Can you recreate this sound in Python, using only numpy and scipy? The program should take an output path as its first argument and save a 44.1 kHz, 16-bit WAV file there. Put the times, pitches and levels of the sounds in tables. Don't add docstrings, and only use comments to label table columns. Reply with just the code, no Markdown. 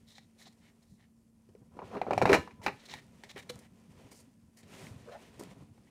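import sys
import numpy as np
from scipy import signal
from scipy.fft import rfft, irfft, next_fast_len
from scipy.io import wavfile
from scipy.ndimage import map_coordinates

SR = 44100
rng = np.random.default_rng(int(sys.argv[2]) if len(sys.argv) > 2 else 0)


def transcribe(signal):
    frames = np.atleast_2d(signal).T
    limited = np.clip(frames, -1, 1)
    pcm = np.round(limited * 32767).astype(np.int16)
    wavfile.write(sys.argv[1], SR, pcm)


N = 260190

# t/s, level/dB, knock f/Hz, decay/cycles, crack/dB, rattle/dB (last two re level)
LEVER_JERKS = [(1.4888, -49, 370, 1.2, -18.5, -16), (1.5501, -42.5, 440, 1.7, -26, -21),
               (1.6163, -51, 290, 1.4, -32, -9), (1.7674, -41.5, 310, 0.69, -26, -6),
               (1.7902, -28.5, 890, 1.25, -19, -10), (1.818, -34, 975, 2, -27, 0.5),
               (1.9124, -41.5, 530, 2.9, -15, -5), (1.9502, -26.5, 770, 0.73, -26, -1.5),
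               (1.9659, -38, 505, 2.1, -16, 8.5), (2.015, -16.5, 753, 2.1, -16.5, -14.5),
               (2.0663, -23, 780, 0.88, -32.5, -8.5), (2.0823, -25, 450, 1, -30.5, -11),
               (2.1077, -12.5, 756, 1.36, -19.5, -11), (2.1268, -26, 725, 1.3, -20, -13.5),
               (2.132, -17.5, 685, 1.2, -13.5, -14), (2.1776, -11.5, 737, 1.9, -17.5, -17.5),
               (2.2155, -9.5, 785, 1.5, -16, -9), (2.2222, -14.5, 490, 1.05, -8, -18),
               (2.2266, -23.5, 160.7, 1.3, -14.5, -13), (2.2543, -8.5, 860, 1.1, -13, -11.5),
               (2.2672, -23, 600, 1.3, -9, -9.5), (2.2754, -15, 754, 1.6, -15, -12.5),
               (2.2919, -20, 450, 0.96, -9, -5), (2.2959, -12.5, 392.4, 4, -13.5, -17.5),
               (2.3166, -20, 546, 1.7, -8, -12), (2.3193, -8.5, 414, 1.3, -25, -23),
               (2.3294, -14, 412, 0.88, -2.5, -4.5), (2.3344, -15, 556, 1.5, -11.5, -4),
               (2.3421, -13, 404, 1.3, -8, -2.5), (2.3474, -12.5, 750, 1.8, -11.5, -11.5),
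               (2.4754, -33, 977, 1.3, -15, -14.5), (2.5079, -51.5, 988, 1.3, -5.5, -1.5),
               (2.6156, -45.5, 930, 3, -16, 2), (2.6627, -19, 818, 3.1, 1.5, -9.5),
               (2.6808, -26.5, 830, 8.4, -2.5, -9)]
# t/s, fizz/dB re crack
BITE_FIZZ = [(1.6, 7), (1.78, -20.5), (2.1, -15), (2.18, -1), (2.26, -13), (2.32, -6), (2.5, -11),
             (2.62, 3), (2.665, -18.5), (2.68, -28)]
# t/s, card tearing/dB, table rumble/dB, shell groan/dB
PALM_PRESS = [(1.7, -86, -57, -73), (1.79, -79, -63, -61), (1.84, -65, -62, -65.5),
              (1.95, -62.5, -60.5, -41.5), (2.04, -70, -57, -69), (2.19, -56, -42, -72.5),
              (2.25, -65.5, -36, -53.5), (2.3, -46, -39.5, -24), (2.4, -61.5, -38.5, -55.5),
              (2.46, -67, -89, -98), (2.68, -89, -44.5, -46.5), (2.81, -65, -76, -93)]
# t/s, level/dB
SPRING_LEVELS = [(2.36, -49), (2.384, -48), (2.454, -66), (2.482, -55), (2.534, -73), (2.598, -69),
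                 (2.62, -60)]
# t/s, f/Hz, level/dB
CAVITY_GLIDE = [(5.06, 480, -64), (5.09, 546.5, -45), (5.108, 578, -59), (5.125, 620, -47.5),
                (5.14, 622, -53), (5.155, 688, -46.5), (5.18, 830, -62), (5.21, 990, -58)]
# t/s, level/dB, knock f/Hz, decay/cycles, crack/dB, rattle/dB, fizz/dB (last 3 re level)
PAD_TAPS = [(.181, -51, 800, 3.8, 10.5, -15, -1), (.467, -49, 750, 2.3, -19, -5.5, -5),
            (.524, -64.5, 704, 1.6, 0, -5, 1), (2.8866, -51, 606, 1.3, 5.5, -15, 2.5),
            (2.937, -35.5, 847, 2.8, 1.5, -13, -8), (3.235, -44, 875, 2.8, 5, -6, -6),
            (3.36, -37.5, 408, 2.2, -8, -8.5, -22), (3.427, -64, 158, 1.2, 10, -12, 3),
            (3.497, -38, 493, 10.4, -12, -5, -12), (3.539, -63, 200, 1.5, -15, -18, 7.5),
            (3.556, -39.5, 136, 0.61, -29, -26, -2), (3.589, -53, 219, 2.4, -8, -13, 12),
            (4.114, -48, 231, 1.8, -15, -1.5, -7.5), (4.273, -48.5, 254, 1.98, -31.5, -14, -24.5),
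            (4.57, -59.5, 229, 2.2, -12.5, -2, 6.5), (4.63, -56, 233, 4.6, 2, -4, -5),
            (4.769, -55, 405, 2.2, -13, -7, -11), (4.838, -37, 149, 0.91, -23, -10, -19),
            (4.867, -43, 227, 2, -5.5, -4.5, -14), (4.907, -39, 108, 1.4, -21, -20, -31),
            (4.96, -36, 131, 0.83, -20, -32, -28), (5.054, -50, 223, 2.9, -9, -4, -24),
            (5.394, -35.5, 343, 0.97, -15, -2.5, -6.5), (5.406, -37, 340, 1, -24, -3, -15.5),
            (5.422, -41, 221, 1.7, -27, -5, -12), (5.435, -45, 290, 1.2, -4, -33, 10),
            (5.51, -44.5, 188, 1.6, -7.5, -8, -13), (5.56, -49, 260, 2.1, -25, -5, -25.5),
            (5.618, -48, 280, 2.1, -14.5, -7.5, -25), (5.775, -52, 120.8, 2.8, -16, -4, -22.5)]
# t/s, length/s, edge/dB, flap/dB, hiss/dB
CARD_SCUFFS = [(0.058, 0.099, -64.5, -74, -69.5), (0.136, 0.069, -61.5, -71, -73),
               (0.193, 0.073, -75, -85, -94), (0.371, 0.093, -64.5, -67.5, -66),
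               (0.446, 0.05, -59, -67, -84), (0.592, 0.14, -76, -70.5, -78), (0.819, 0.026, -77, -82, -77),
               (0.838, 0.16, -83.5, -92, -79), (0.967, 0.11, -80, -75, -88),
               (2.623, 0.049, -58, -55.5, -59.5), (2.786, 0.041, -65, -75, -88),
               (2.85, 0.023, -57, -67, -64), (2.877, 0.085, -51.5, -54.5, -65),
               (2.936, 0.078, -65, -58.5, -70), (3.286, 0.04, -54, -56, -64), (3.354, 0.032, -70, -52, -76),
               (3.365, 0.052, -61.5, -54, -62.5), (3.419, 0.023, -67, -64, -66),
               (3.49, 0.022, -45, -47.5, -50), (3.598, 0.087, -78, -66, -74), (4.107, 0.033, -78, -67, -60),
               (4.121, 0.12, -86, -80, -64), (4.558, 0.069, -79, -69, -66), (4.645, 0.32, -76, -88, -64.5),
               (5.108, 0.044, -66.5, -59.5, -81), (5.861, .035, -86, -75, -90)]
# t/s, drag/dB, table rumble/dB
HAND_MOVES = [(0.0, -81, -67.5), (0.57, -83, -69), (1.08, -87, -66), (1.23, -89, -71.5), (1.5, -85, -64),
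              (2.6, -87.5, -67.5), (2.84, -60, -63), (2.99, -77, -58.5), (3.24, -73, -62.5),
              (3.43, -75, -59.5), (3.6, -68.5, -56.5), (3.66, -84, -65), (4.06, -68, -55.5),
              (4.34, -83.5, -68.5), (4.55, -84, -66.5), (4.77, -55.5, -55.5), (4.95, -70, -53.5),
              (5.14, -63.5, -64), (5.34, -70, -57.5), (5.44, -61.5, -55), (5.59, -74.5, -54),
              (5.75, -80, -63.5), (5.9, -76.5, -61)]
# f/Hz, relative level/dB, t60/s
DIE_RING = [(1740, -1, .28), (2500, -5, .22), (2850, -4, .3), (3350, -11, .28), (4075, -10, .24)]
# f/Hz, t60/s
ROOM_DECAY = [(150, 0.31), (1000, 0.2), (8000, 0.28)]

# f/Hz, width/Hz, relative level/dB
SHELL_MODES = [(196, 99, -3.5), (432, 220, 0.5), (824, 310, -3.5), (986, 110, -1), (1366, 340, -12.5)]
DIE_MODES = [(1050, 410, -6.5), (1815, 410, -4), (2370, 270, -2), (2880, 220, -9), (4050, 670, -13)]
SLOT_MODES = [(747, 710, 0)]
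EDGE_MODES = [(3756, 960, 0), (4300, 650, 1.5), (5370, 1240, -6.5), (7790, 1800, -15)]
FLAP_MODES = [(1810, 330, 3), (2270, 430, 2), (3017, 350, -1)]

# f/Hz, relative level/dB
FIZZ_SPECTRUM = [(1760, -24.5), (3000, 3.5), (3380, -14.5), (5480, -1), (9010, -12.5), (12900, -19),
                 (16400, -30)]
CARD_SPECTRUM = [(710, -37), (1200, -10), (1780, 0), (2220, -1), (2420, 0), (3030, -2.5), (4080, -7),
                 (4700, -11.5), (6500, -12.5), (8450, -39.5), (14300, -120)]
PAPER_SPECTRUM = [(2650, -35.5), (4500, -3), (9480, -3.5), (10600, -10.5), (15100, -14), (16000, -32),
                  (16400, -27)]
TABLE_SPECTRUM = [(15, -56.5), (25, -23), (60, -11), (108, -2.5), (178, -1.5), (231, -8.5), (300, -9.5),
                  (390, -50.5), (660, -120)]
FLOOR_SPECTRUM = [(13, -50.5), (22, -33.5), (37, -15.5), (58, -7), (190, -8.5), (228, -8.5), (260, -14),
                  (322, -15), (1000, -38.5), (1120, -31.5), (1320, -42), (3380, -47.5), (9670, -35.5),
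                  (16400, -47)]


def lever():
    bite_s, bite_db = np.transpose(BITE_FIZZ)
    jerks = [(s, db, hz, cycles, crack_db, rattle_db, crack_db + np.interp(s, bite_s, bite_db))
             for s, db, hz, cycles, crack_db, rattle_db in LEVER_JERKS]
    return blows(jerks, DIE_MODES, FIZZ_SPECTRUM, stop_cycles=8.3, rise_cycles=0.69, lag_s=0.0006,
                 crack_t60_s=0.023, rattle_rise_s=0.0045, rattle_t60_s=0.085, click_gain=0.6)


def die(snap_s=2.33, ring_db=-38):
    out, t = np.zeros(N), np.arange(SR // 2) / SR
    for hz, mode_db, t60_s in DIE_RING:
        envelope = amp(ring_db + mode_db - 60 * t / t60_s + 1.2 * wobble(90)[:len(t)])
        add(out, snap_s, envelope * np.sin(2 * np.pi * hz * t))
    return out


def spring(pitch_hz=1000):
    db, = curves(SPRING_LEVELS)
    tone = np.sqrt(2) * np.sin(phase(pitch_hz + 6 * wobble(80)))
    return gate(SPRING_LEVELS, fade_s=0.02) * amp(db + 1.5 * wobble(54)) * tone


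def cavity():
    hz, db = curves(CAVITY_GLIDE)
    bands = noise_band(hz, rate_hz=330) + amp(-11) * noise_band(2.2 * hz, rate_hz=1100)
    return gate(CAVITY_GLIDE, fade_s=0.015) * amp(db) * bands


def taps():
    return blows(PAD_TAPS, FLAP_MODES + EDGE_MODES, PAPER_SPECTRUM, stop_cycles=18, rise_cycles=0.71,
                 lag_s=0.0012, crack_t60_s=0.0053, rattle_rise_s=0.0023, rattle_t60_s=0.057,
                 click_gain=1.12)


def blows(rows, crack_modes, fizz_spectrum, stop_cycles, rise_cycles, lag_s,
          crack_t60_s, rattle_rise_s, rattle_t60_s, click_gain):
    out, t = np.zeros(N), np.arange(SR // 4) / SR
    responses = resonant(SHELL_MODES, steep=0.25), resonant(crack_modes, steep=0.43), coloured(fizz_spectrum)
    shell_noise, crack_noise, fizz_noise = [noise(r, grain_db=2.3, grain_hz=500) for r in responses]
    crack_click = click_gain * click(resonant(crack_modes, steep=0.3))
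    fizz_click = click_gain * click(coloured(fizz_spectrum))
    burst = 0.86 * amp(-60 * t / crack_t60_s) * (1 - np.exp(-t / 0.00023))
    rattle_envelope = amp(-60 * t / rattle_t60_s) * (1 - np.exp(-t / rattle_rise_s))
    for s, db, hz, decay_cycles, crack_db, rattle_db, fizz_db in rows:
        offset = rng.integers(N - len(t))
        cut = slice(offset, offset + len(t))
        cycles = t * hz
        rise = 1 - np.exp(-(cycles / rise_cycles) ** 2)
        decay = np.exp((rise_cycles - cycles) / decay_cycles)
        palm_damping = np.exp(-(cycles / stop_cycles) ** 6)
        knock = rise * decay * palm_damping * np.sin(2 * np.pi * cycles)
        rattle = amp(rattle_db) * rattle_envelope
        crack = amp(crack_db) * (crack_click + (burst + rattle) * crack_noise[cut])
        fizz_envelope = 0.31 * burst + rattle * amp(-60 * t / 0.3)
        fizz = amp(fizz_db) * (fizz_click + fizz_envelope * fizz_noise[cut])
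        add(out, s, amp(db) * knock)
        add(out, s + lag_s, amp(db) * (rattle * shell_noise[cut] + crack + fizz))
    return out


def scuffs(slot_under_flap_db=3.5):
    responses = (resonant(EDGE_MODES, steep=0.5), resonant(FLAP_MODES, steep=0.33),
                 resonant(SLOT_MODES), coloured(PAPER_SPECTRUM))
    grains = np.array([noise(r, grain_db=2.53, grain_hz=650) for r in responses])
    envelopes = np.zeros_like(grains)
    for s, length_s, edge_db, flap_db, hiss_db in CARD_SCUFFS:
        swell = signal.windows.tukey(round(length_s * SR), 0.7)
        for envelope, db in zip(envelopes, (edge_db, flap_db, flap_db - slot_under_flap_db, hiss_db)):
            add(envelope, s, amp(db) * swell)
    return np.sum(envelopes * grains, axis=0)


def hands(drag_ref_db=-70, rumble_ref_db=-60):
    drag_db, rumble_db = curves(HAND_MOVES)
    tear, thrust, groan = gate(PALM_PRESS, fade_s=0.014) * amp(curves(PALM_PRESS))
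    creak_db = -65.5 + 0.66 * (drag_db - drag_ref_db) + 0.45 * (rumble_db - rumble_ref_db)
    hiss_db = -74.5 + 0.6 * (drag_db - drag_ref_db)
    uneven_drag = amp(1.6 * wobble(35))
    rumble = np.hypot(amp(rumble_db), thrust) * noise(coloured(TABLE_SPECTRUM), 4.8, grain_hz=40)
    creak = np.hypot(amp(creak_db), groan) * noise(resonant(SHELL_MODES), 1.5, grain_hz=150)
    scrape = np.hypot(amp(drag_db), tear) * noise(coloured(CARD_SPECTRUM), 0.85, grain_hz=300)
    hiss = np.hypot(amp(hiss_db), amp(-10) * tear) * noise(coloured(PAPER_SPECTRUM), 2, grain_hz=450)
    return rumble + uneven_drag * (creak + scrape + hiss)


def room(x):
    hz, t, spectra = signal.stft(rng.standard_normal(SR // 2), SR, nperseg=256)
    decay = amp(-60 * t / log_interp(ROOM_DECAY, hz)[:, None])
    _, tail = signal.istft(spectra * decay, SR, nperseg=256)
    delayed = np.pad(x, (250, 0))
    return signal.fftconvolve(delayed, tail / np.linalg.norm(tail))[:N]


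def background(hum_hz=227, hum_db=-67.5, floor_db=-71):
    envelope = np.sqrt(2) * amp(hum_db + 1.8 * wobble(28))
    hum = envelope * np.sin(phase(hum_hz + 1.5 * wobble(12)))
    return amp(floor_db) * noise(coloured(FLOOR_SPECTRUM)) + hum


def amp(db):
    return 10 ** (np.asarray(db) / 20)


def unit_rms(x):
    return x / np.sqrt(np.mean(x ** 2) + 1e-20)


def phase(hz):
    return 2 * np.pi * np.cumsum(hz) / SR


def log_interp(points, hz):
    f, values = np.transpose(points)
    return np.interp(np.log(hz + 1), np.log(f + 1), values)


def curves(rows):
    s, *columns = np.transpose(rows)
    return [np.interp(np.arange(N) / SR, s, column) for column in columns]


def gate(rows, fade_s):
    t = np.arange(N) / SR
    return np.clip(np.minimum(t - rows[0][0], rows[-1][0] - t) / fade_s, 0, 1)


def wobble(rate_hz):
    knots = rng.standard_normal(int(N * rate_hz / SR) + 4)
    return map_coordinates(knots, [np.arange(N) * rate_hz / SR])


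def filtered(x, response):
    size = next_fast_len(x.shape[-1] + 8192)
    hz = np.fft.rfftfreq(size, 1 / SR)
    return irfft(rfft(x, size) * response(hz), size)[..., :x.shape[-1]]


def resonant(modes, steep=0.14):
    def response(f):
        total = sum((-1) ** k * amp(db) * 1j * f * width_hz / (hz * hz - f * f + 1j * f * width_hz)
                    for k, (hz, width_hz, db) in enumerate(modes))
        return total * np.abs(total) ** steep
    return response


def coloured(spectrum):
    return lambda hz: amp(log_interp(spectrum, hz))


def noise(response, grain_db=0, grain_hz=100):
    drive = rng.standard_normal(N) * amp(grain_db * wobble(grain_hz))
    return unit_rms(filtered(drive, response))


def noise_band(hz, rate_hz):
    angle = phase(hz)
    return unit_rms(wobble(rate_hz) * np.sin(angle) + wobble(rate_hz) * np.cos(angle))


def click(response):
    pulse = filtered(signal.unit_impulse(SR // 4, 20), response)
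    return pulse / np.abs(pulse).max()


def add(track, s, sound):
    part = track[round(s * SR):][:len(sound)]
    part += sound[:len(part)]


def scene(room_db=-12.5):
    near = lever() + die() + spring() + cavity() + taps() + scuffs() + hands()
    return (near + amp(room_db) * room(near) + background())[None]


def record(dry, top_hz=15850):
    return filtered(dry, lambda hz: hz < top_hz)


dry = scene()
out = record(dry)
transcribe(out)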